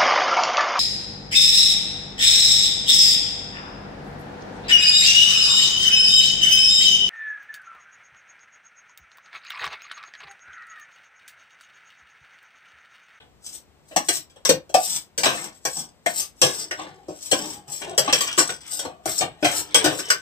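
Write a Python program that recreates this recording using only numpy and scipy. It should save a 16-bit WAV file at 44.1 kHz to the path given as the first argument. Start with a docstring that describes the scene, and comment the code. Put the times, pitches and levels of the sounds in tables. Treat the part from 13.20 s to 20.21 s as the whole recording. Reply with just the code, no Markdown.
"""Short steel knocks and clicks with hissing, rasping rice between them, close by in a small kitchen.
A steel spoon scrapes raw rice from a hand-held metal bowl into a pressure cooker: it knocks on the
bowl, then grains slide along the wall and drop into the pot. Hand and rice damp the steel, so each
blow rings only briefly; hard walls answer."""
import sys
import numpy as np
from scipy import signal
from scipy.fft import rfft, irfft, next_fast_len
from scipy.io import wavfile

SR = 44100
rng = np.random.default_rng(int(sys.argv[2]) if len(sys.argv) > 2 else 0)


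def digitize_waveform(pressure):
    """Quantize a signal to 16-bit integers and store it at the path in sys.argv[1].

    Rows of a 2-D input are taken as channels; values are limited to [-1, 1].
    """
    field = np.atleast_2d(pressure).T
    bounded = np.clip(field, -1, 1)
    quanta = np.round(bounded * 32767).astype(np.int16)
    wavfile.write(sys.argv[1], SR, quanta)


N = 309141


def amp(db):
    """dB to gain."""
    return 10 ** (np.asarray(db) / 20)


def unit(x, size=None):
    """Scale to rms 1 over the first size samples."""
    return x / np.sqrt(np.mean(x[..., :size] ** 2) + 1e-20)


def along(points, hz):
    """Read (f/Hz, value) points on a log frequency axis."""
    f, v = np.transpose(points)
    return np.interp(np.log(hz + 1), np.log(f), v)


def filtered(x, response):
    """Apply a frequency response."""
    n = x.shape[-1]
    m = next_fast_len(n + 4096, real=True)
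    return irfft(rfft(x, m) * response(np.fft.rfftfreq(m, 1 / SR)), m)[..., :n]


def convolved(x, h):
    """x through impulse response h, cut to the length of x."""
    return signal.fftconvolve(np.atleast_2d(x), np.atleast_2d(h), axes=1)[:, :x.shape[-1]]


def body(colour, size=2048):
    """Minimum-phase impulse response of a colour, rolled off at its last point."""
    hz = np.fft.rfftfreq(size, 1 / SR)
    gain = amp(along(colour, hz)) / (1 + (hz / colour[-1][0]) ** 4)
    cepstrum = irfft(np.log(gain + 1e-6))
    cepstrum[1:size // 2] *= 2
    cepstrum[size // 2 + 1:] = 0
    return irfft(np.exp(rfft(cepstrum)))


def flutter(size, rate_hz):
    """Random curve, rms about 1, with knots at rate_hz."""
    knots = rng.standard_normal(size // 20 + 2)
    return np.interp(np.arange(size) * rate_hz / SR, np.arange(len(knots)), knots)


def room_tone():
    """Faint steady air of the kitchen."""
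    air_colour = [(25, -11), (60, 5.5), (140, -2.5), (300, -6.5), (700, -10), (1500, -17.5), (4000, -23),
                  (6800, -28), (8000, -23.5), (10000, -38.5), (15000, -30)]  # f/Hz, level/dB
    shared, own = rng.standard_normal(N), rng.standard_normal((2, N))
    return amp(-57.0) * unit(filtered(shared + 1.2 * own, lambda hz: amp(along(air_colour, hz))))


def kitchen(wet_db):
    """Stereo response: direct sound, then dense echoes off the counter and walls."""
    coherence = [(60, .6), (150, .88), (300, .9), (550, .55), (1000, .35), (3000, .2), (8000, .3),
                 (14000, .15)]  # echoes: f/Hz, left-right correlation
    decay = [(100, 0.29), (500, 0.17), (1500, 0.2), (5000, 0.15), (8000, 0.11), (14000, 0.14)]  # echoes: f/Hz, t60/s
    hz, t, noise = signal.stft(rng.standard_normal((2, SR // 3)), SR, nperseg=256)
    mix_rad = np.arccos(np.clip(along(coherence, hz), 0, 1))[:, None] / 2
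    echoes = np.array([np.cos(mix_rad) * noise[0] + side * np.sin(mix_rad) * noise[1]
                       for side in (1, -1)])
    response = signal.istft(echoes * amp(-60 * t / along(decay, hz)[:, None]), SR, nperseg=256)[1]
    response *= amp(wet_db) / np.linalg.norm(response[0])
    response[:, 0] += 1
    response[1] = np.roll(response[1], rng.integers(9))  # extra path to the right, new at each spot
    return response


def hollow(strength, count=8):
    """Reflections inside the bowl, within 4 ms, comb the spectrum anew at each spot."""
    h = np.zeros(SR // 250)
    h[rng.integers(SR // 4000, len(h), count)] = strength * rng.choice([-1, 1], count)
    h[0] = 1
    return h / np.linalg.norm(h)


def steel(t, focus_hz, width_oct, scatter_db=2.5):
    """The spot struck decides which modes ring: those near focus_hz, each at a new strength."""
    modes = [(308, 4, 0.16), (369, 8, 0.067), (471.6, -2, 0.14), (515.8, 7, 0.098), (579, -2, 0.12),
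             (636.2, 2, 0.15), (704, -2.5, 0.14), (746, 2.5, 0.11), (828, -4, 0.11), (1098, 7.5, 0.076),
             (1182.4, 4.5, 0.17), (1527, 2.5, 0.12), (1466, 2, 0.1), (1750, -12, 0.062), (1827, 5, 0.023),
             (2118, 9, 0.073), (3050, 12.5, 0.12), (3284, 13.5, 0.1), (3663, 2, 0.081), (4320, -2, 0.087),
             (4980, 7.5, 0.06), (5430, -5.5, 0.097), (5830, -11, .16), (5760, 0.5, 0.043),
             (6170, 5.5, 0.066), (7080, -0.5, 0.16), (7840, 9, 0.04), (7930, 4, 0.21), (7360, -8, .13),
             (8160, 5, 0.17)]  # bowl, pot and spoon: f/Hz, level/dB, t60/s
    hz, db, t60_s = np.transpose(modes)[:, :, None]
    weight = amp(db + scatter_db * rng.standard_normal(hz.shape))
    weight /= 1 + (np.log2(hz / focus_hz) / width_oct) ** 2
    phase = rng.uniform(0, 2 * np.pi, hz.shape)
    return np.sum(weight * amp(-60 * t / t60_s) * np.sin(2 * np.pi * hz * t + phase), axis=0)


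def grains(size, rate_hz, spread):
    """Tiny random impacts of uneven, bounded strength."""
    hit = rng.random(size) < rate_hz / SR
    return hit * rng.uniform(-0.91, 1, size) * np.exp(spread * np.tanh(rng.standard_normal(size)))


def stroke(start_s, length_s, swell_db, rise_db_per_s, fall_db_per_s):
    """Gain of one push: builds up, swells or eases while the hand moves, runs out."""
    t = np.arange(N) / SR - start_s
    progress = np.clip(t / max(length_s, .005), 0, 1)
    edges_db = rise_db_per_s * np.minimum(t, 0) - fall_db_per_s * np.maximum(t - length_s, 0)
    return amp(swell_db * (progress - .5) + edges_db)


def stream(flow, colour, focus_hz, width_oct, ring_db, rate_hz, spread, slip_db, wet_db):
    """Grains stick and slip in small avalanches and ring the steel; echoes shift as the bowl moves."""
    slips = amp(slip_db * np.tanh(flutter(N, rate_hz=400)))
    impacts = unit(grains(N, rate_hz, spread) * slips) * flow
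    wall = body(colour)
    step = SR // 6
    t = np.arange(step) / SR
    out = np.zeros((2, N + SR))
    for start in range(0, N, step):
        ring = steel(t, focus_hz, width_oct)
        response = amp(ring_db) * ring / np.linalg.norm(ring)
        response[:len(wall)] += wall / np.linalg.norm(wall)
        response = convolved(kitchen(wet_db), convolved(response, hollow(strength=0.25)))
        response /= np.linalg.norm(response[0])
        part = signal.fftconvolve(impacts[None, start:start + step], response, axes=1)
        out[:, start:start + part.shape[1]] += part
    return out[:, :N]


def rice():
    """Sliding grains hiss on the steel; the spoon grinds and rasps through them; the vessels rumble."""
    # rice pushed along the wall and over the lip: t/s, length/s, hiss/dB, swell/dB
    spills = [(0.261, 0.021, -38, -4), (0.328, 0.018, -34.5, 3), (0.688, 0.074, -52.5, -7),
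              (0.815, 0.068, -44, 15), (0.898, 0.068, -27, 3), (1.592, 0.17, -25.5, 6),
              (2.066, 0.18, -35.5, 4.5), (2.346, 0.026, -50.5, 0), (2.458, .14, -34, 7),
              (2.887, 0.12, -29.5, 11), (2.962, 0.063, -23.5, -4), (3.17, 0.045, -49.5, 2),
              (3.283, 0.11, -35.5, 11), (3.893, 0.15, -49, 17), (4.028, 0.15, -34, 3.5),
              (4.182, 0.16, -37.5, 2.5), (4.515, 0.086, -31.5, -5), (4.963, .06, -30.5, -6),
              (5.477, 0.072, -38.5, 1), (5.524, 0.053, -29, -6), (5.893, 0.11, -28, -5),
              (6.236, 0.15, -30.5, 17.5), (6.63, 0.17, -35, 8)]
    # spoon dragged through rice on steel: t/s, length/s, grit/dB, rasp/dB, rumble/dB, swell/dB
    scrapes = [(0.005, 0.014, -68, -50.5, -50, -12), (0.263, 0.017, -38.5, -68, -81, -8),
               (2.103, 0.16, -40, -38.5, -39.5, -9.5), (2.568, 0.068, -37.5, -65, -46, -11),
               (3.31, 0.11, -35, -49, -48, 8), (3.585, 0.1, -48.5, -43, -40.5, -8),
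               (3.73, 0.15, -71.5, -70, -54.5, 2), (3.909, .14, -50, -60, -62, 0),
               (4.191, 0.15, -38.5, -44, -37.5, -8), (4.477, 0.077, -70, -71, -50, -15),
               (4.618, 0.088, -41, -41.5, -35, -1), (4.827, .17, -35, -32, -39, 2),
               (5.079, 0.11, -34, -36.5, -55.5, -11), (5.228, 0.074, -33, -50, -48.5, 7.5),
               (5.413, 0.096, -48.5, -49.5, -59, 9), (5.59, 0.035, -50, -44, -49, 11),
               (5.662, 0.13, -79, -81, -45.5, -15), (5.878, 0.01, -52, -38.5, -47.5, -19),
               (6.017, 0.016, -52, -31, -28, -11), (6.109, 0.18, -62, -60, -53, 20),
               (6.285, .1, -38, -37, -34.5, -3), (6.46, 0.088, -44.5, -49, -50, 4),
               (6.592, 0.13, -37, -30, -29, -3.5), (6.798, 0.11, -42, -42, -48, 18)]
    # colours of the four layers: f/Hz, level/dB
    hiss_colour = [(1500, -33.5), (3200, -12.5), (4700, -9), (5500, -2), (7000, -7.5), (8000, 8),
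                   (8500, -1.5), (9100, -6), (10500, -18.5), (12600, -8.5), (13300, -7.5), (15000, -6)]
    rasp_colour = [(600, -4), (1000, 5.5), (1250, 8), (1550, 10.5), (2200, 9.5), (3400, 12.5), (4300, 6),
                   (5500, -11.5)]
    rumble_colour = [(30, -44), (80, -12.5), (150, 1), (230, -3.5), (305, -11), (400, 1.5), (520, -2.5),
                     (760, 6.5), (1050, -5), (1600, -19.5)]
    grit_colour = [(2800, -17), (3300, -5), (4000, -15), (4800, -2), (5600, 2.5), (6300, 0), (6950, -10),
                   (7900, 8.5), (8600, -0.5), (10200, -28), (15000, -8)]
    sliding, crushing, dragging, pressing = np.full((4, N), 1e-6)
    for start_s, length_s, hiss_db, swell_db in spills:
        push = stroke(start_s, length_s, swell_db, rise_db_per_s=661, fall_db_per_s=420)
        sliding = np.maximum(sliding, amp(hiss_db) * push)
    for start_s, length_s, grit_db, rasp_db, rumble_db, swell_db in scrapes:
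        push = stroke(start_s, length_s, swell_db, rise_db_per_s=805.5, fall_db_per_s=240)
        crushing += amp(grit_db) * push
        dragging += amp(rasp_db) * push
        pressing += amp(rumble_db) * push
    # sliding rice also stirs the steel
    dragging = np.hypot(dragging, amp(-19.5) * sliding)
    pressing = np.hypot(pressing, amp(-23.5) * sliding)
    hiss = stream(sliding, hiss_colour, focus_hz=7900, width_oct=0.17, ring_db=-26,
                  rate_hz=4000, spread=0.24, slip_db=6.5, wet_db=4.5)
    rasp = stream(dragging, rasp_colour, focus_hz=1800, width_oct=1.0, ring_db=-10.0,
                  rate_hz=2500, spread=0.99, slip_db=7, wet_db=1.0)
    rumble = stream(pressing, rumble_colour, focus_hz=303, width_oct=0.98, ring_db=-4.5,
                    rate_hz=1200, spread=0.53, slip_db=3, wet_db=14)
    grit = stream(crushing, grit_colour, focus_hz=5840, width_oct=0.37, ring_db=-14,
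                  rate_hz=1200, spread=0.31, slip_db=13, wet_db=-2.5)
    return hiss + grit + rasp + rumble


def chatter(t, fall_s):
    """One impact, then a crunch of grains falling 30 dB in fall_s, echoed by bowl and kitchen."""
    contact = grains(len(t), rate_hz=2500, spread=0.55) * amp(-30 * t / max(fall_s, .002))
    contact *= 0.99 / (np.linalg.norm(contact) + 1e-9)
    contact[0] += 1
    return convolved(convolved(contact, hollow(strength=0.35)), kitchen(wet_db=7.0))


def spoon():
    """Each blow drives the damped walls (thud, clank, snap) and clearer modes (tone, rim, ping)."""
    # spoon on bowl: t/s, knock/dB, knock/Hz, clank/dB, rim/dB, rim/Hz, click/dB, ping/Hz, chatter/s
    blows = [(0.71, -41.5, 670, -47.5, -66, 1770, -64, 5300, 0.06),
             (0.762, -18.5, 880, -25, -37, 3330, -17.5, 5670, 0.011),
             (0.886, -27, 717, -22.5, -41, 3200, -16, 5700, 0.0041),
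             (1.098, -68, 496, -64, -62, 3270, -56, 4960, 0.056),
             (1.16, -51, 495, -57.5, -58, 3260, -58, 8350, 0.044),
             (1.251, -35.5, 500, -27, -29.5, 3600, -17, 5960, 0.06),
             (1.292, -13, 508, -23, -24, 3770, -13.5, 5630, 0.024),
             (1.494, -43, 700, -54.5, -57, 3350, -45.5, 8000, 0.011),
             (1.542, -11.5, 740, -23.5, -43, 1090, -18, 8400, 0.0097),
             (1.978, -32.5, 475, -31.5, -37, 3500, -21.5, 6040, 0.09),
             (2.034, -24.5, 703, -19, -56, 1030, -17.5, 5860, 0.061),
             (2.056, -22.5, 665, -18, -54, 1060, -21.5, 5470, 0.12),
             (2.452, -29, 540, -29, -32, 1000, -21.5, 6170, 0.024),
             (2.861, -22, 671, -29.5, -20, 1904, -26.5, 7450, 0.019),
             (3.216, -22.5, 563, -20.5, -21.5, 3270, -12.5, 5570, 0.15),
             (3.228, -18, 530, -42, -18, 3300, -23.5, 5400, 0.065),
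             (3.51, -36, 400, -33.5, -26, 1700, -34.5, 5560, 0.045),
             (3.589, -37.5, 776, -39.5, -35.5, 1130, -60, 4940, .076),
             (3.883, -30, 333, -56, -52.5, 1120, -47, 5300, 0.072),
             (4.114, -24.5, 590, -27.5, -21.5, 3180, -17, 7740, 0.0067),
             (4.126, -21.5, 518, -26.5, -32, 3270, -24.5, 7830, 0.034),
             (4.480, -60, 510, -53, -73, 3280, -43, 7780, 0.035),
             (4.617, -44, 510, -34.5, -48, 1060, -50, 7900, 0.028),
             (4.778, -21, 547, -26, -24.5, 3150, -13, 5650, 0.03),
             (4.876, -23.5, 860, -28.5, -25.5, 1130, -42, 5700, 0.023),
             (4.927, -25.5, 514, -21, -19.5, 3270, -14.5, 5600, 0.035),
             (5.007, -37, 608, -25, -31, 3350, -20, 4900, 0.1),
             (5.177, -25, 390, -20.5, -54, 1210, -21.5, 7700, 0.0072),
             (5.185, -24, 387, -25, -20.5, 1295, -12.5, 7300, 0.071),
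             (5.291, -35.5, 705, -31.5, -29, 1450, -34, 7900, 0.018),
             (5.592, -38.5, 846, -39, -35, 3520, -25.5, 7600, 0.0067),
             (5.649, -31, 487, -39.5, -48, 1560, -39, 7700, 0.0064),
             (5.857, -25, 683, -37, -44, 1450, -25, 6200, 0.011),
             (5.980, -69, 490, -52, -25, 7950, -22, 7460, .008),
             (6.008, -30.5, 470, -29, -31, 4400, -30, 6070, .04),
             (6.226, -17.5, 300, -27.5, -29.5, 1710, -35.5, 5100, .03),
             (6.245, -18.5, 706, -18, -40, 1780, -21, 4740, 0.11),
             (6.545, -22.5, 436, -19, -13, 3330, -12, 8430, 0.05),
             (6.643, -19, 329.5, -22, -36, 1560, -18, 5170, 0.052),
             (6.657, -20.5, 710, -26, -24.5, 1365, -26.5, 5110, 0.033),
             (6.788, -34.5, 363, -35.5, -33, 1700, -31, 5440, 0.028),
             (6.902, -32.5, 610, -21.5, -16, 1688, -15, 5200, 0.0038)]
    # contact colours: f/Hz, level/dB
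    thud_colour = [(30, -30), (70, -24), (150, -8.5), (230, -15.5), (320, -1.5), (420, -5.5), (550, 2),
                   (800, -5.5), (1050, -18), (1600, -34.5)]
    clank_colour = [(600, -29), (1100, 5.5), (1300, -5), (1550, 6), (2100, 0), (2700, 6), (3300, 4.5),
                    (4200, 1.5), (5200, -39)]
    snap_colour = [(2800, -84), (4300, -2.5), (4750, -3.5), (5300, 3.5), (6200, 2.5), (6950, -8),
                   (7700, 7.5), (8500, 2), (9300, -6.5), (10200, -14.5), (11700, -10), (14500, -7)]
    crack_colour = [(2000, -13), (6000, 0.5), (8500, 5), (10500, -14), (15000, -1.5)]
    firm_knock_db = -21.5  # above this the tone gains on the thud
    t = np.arange(int(.3 * SR)) / SR
    attack = int(.03 * SR)
    walls = [body(colour) for colour in (thud_colour, clank_colour, snap_colour)]
    bare_steel = body(crack_colour)
    out = np.zeros((2, N + len(t)))
    for start_s, knock_db, knock_hz, clank_db, rim_db, rim_hz, click_db, ping_hz, chatter_s in blows:
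        tonal_db = 0.2048 * np.clip(knock_db - firm_knock_db, -10, 10)
        thud_db, tone_db = knock_db - 3.5 - tonal_db, knock_db - 2 + tonal_db
        snap_db, ping_db = click_db - 1.5, (click_db + rim_db) / 2 - 2.5
        contact = chatter(t, chatter_s)
        blow = sum(amp(db) * unit(convolved(contact, wall), attack)
                   for db, wall in zip((thud_db, clank_db, snap_db), walls))
        echoes = kitchen(wet_db=-5.0)
        rings = ((tone_db, knock_hz, .09, .25, 140),  # vessels
                 (rim_db, rim_hz, .07, .2, 300),  # bowl rim
                 (ping_db, ping_hz, .06, .9, 600))  # spoon
        for db, hz, width_oct, roughness, rattle_hz in rings:
            ring = steel(t, hz, width_oct)
            ring *= 1 + roughness * flutter(len(t), rattle_hz)  # grains rattle on the wall
            blow += amp(db) * unit(convolved(ring, echoes), attack)
        # trapped grains cushion the onset, longer as the knock outweighs the click
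        rise_s = 0.0021 * amp(0.24 * np.clip(knock_db - click_db, 0, 20))
        blow *= 1 - np.exp(-t / rise_s)
        crack = convolved(rng.standard_normal((2, len(t))) * amp(-60 * t / 0.009), bare_steel)
        blow += amp(click_db - 12) * unit(crack, attack)
        start = round(start_s * SR)
        out[:, start:start + len(t)] += blow
    return out[:, :N]


def scene():
    """Spoon, rice and room air, in stereo."""
    return spoon() + rice() + room_tone()


def record(dry):
    """Phone: left port nearer and brighter, peaks rounded, band limited. The scene carries no deep bass."""
    left_over_right = [(100, 2), (400, 4), (1200, 4.5), (2200, 2), (4400, 0.2), (6500, 1), (7900, 11.5),
                       (9000, 9.5), (14000, 11)]  # port balance: f/Hz, level/dB
    right_lag_ms, low_hz, top_hz = .11, 42, 15100

    def ports(hz):
        ratio = amp(along(left_over_right, hz))
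        delay = np.exp(-2j * np.pi * hz * right_lag_ms / 1000)
        bass_cut = (1j * hz / (low_hz + 1j * hz)) ** 2
        return bass_cut * np.array([ratio, delay]) * np.sqrt(2 / (1 + ratio ** 2))

    heard = filtered(dry, ports)
    rounded = heard / (1 + np.abs(heard) ** 6) ** (1 / 6)
    return filtered(rounded, lambda hz: 1 / (1 + (hz / top_hz) ** 300))


dry = scene()
out = record(dry)
digitize_waveform(out)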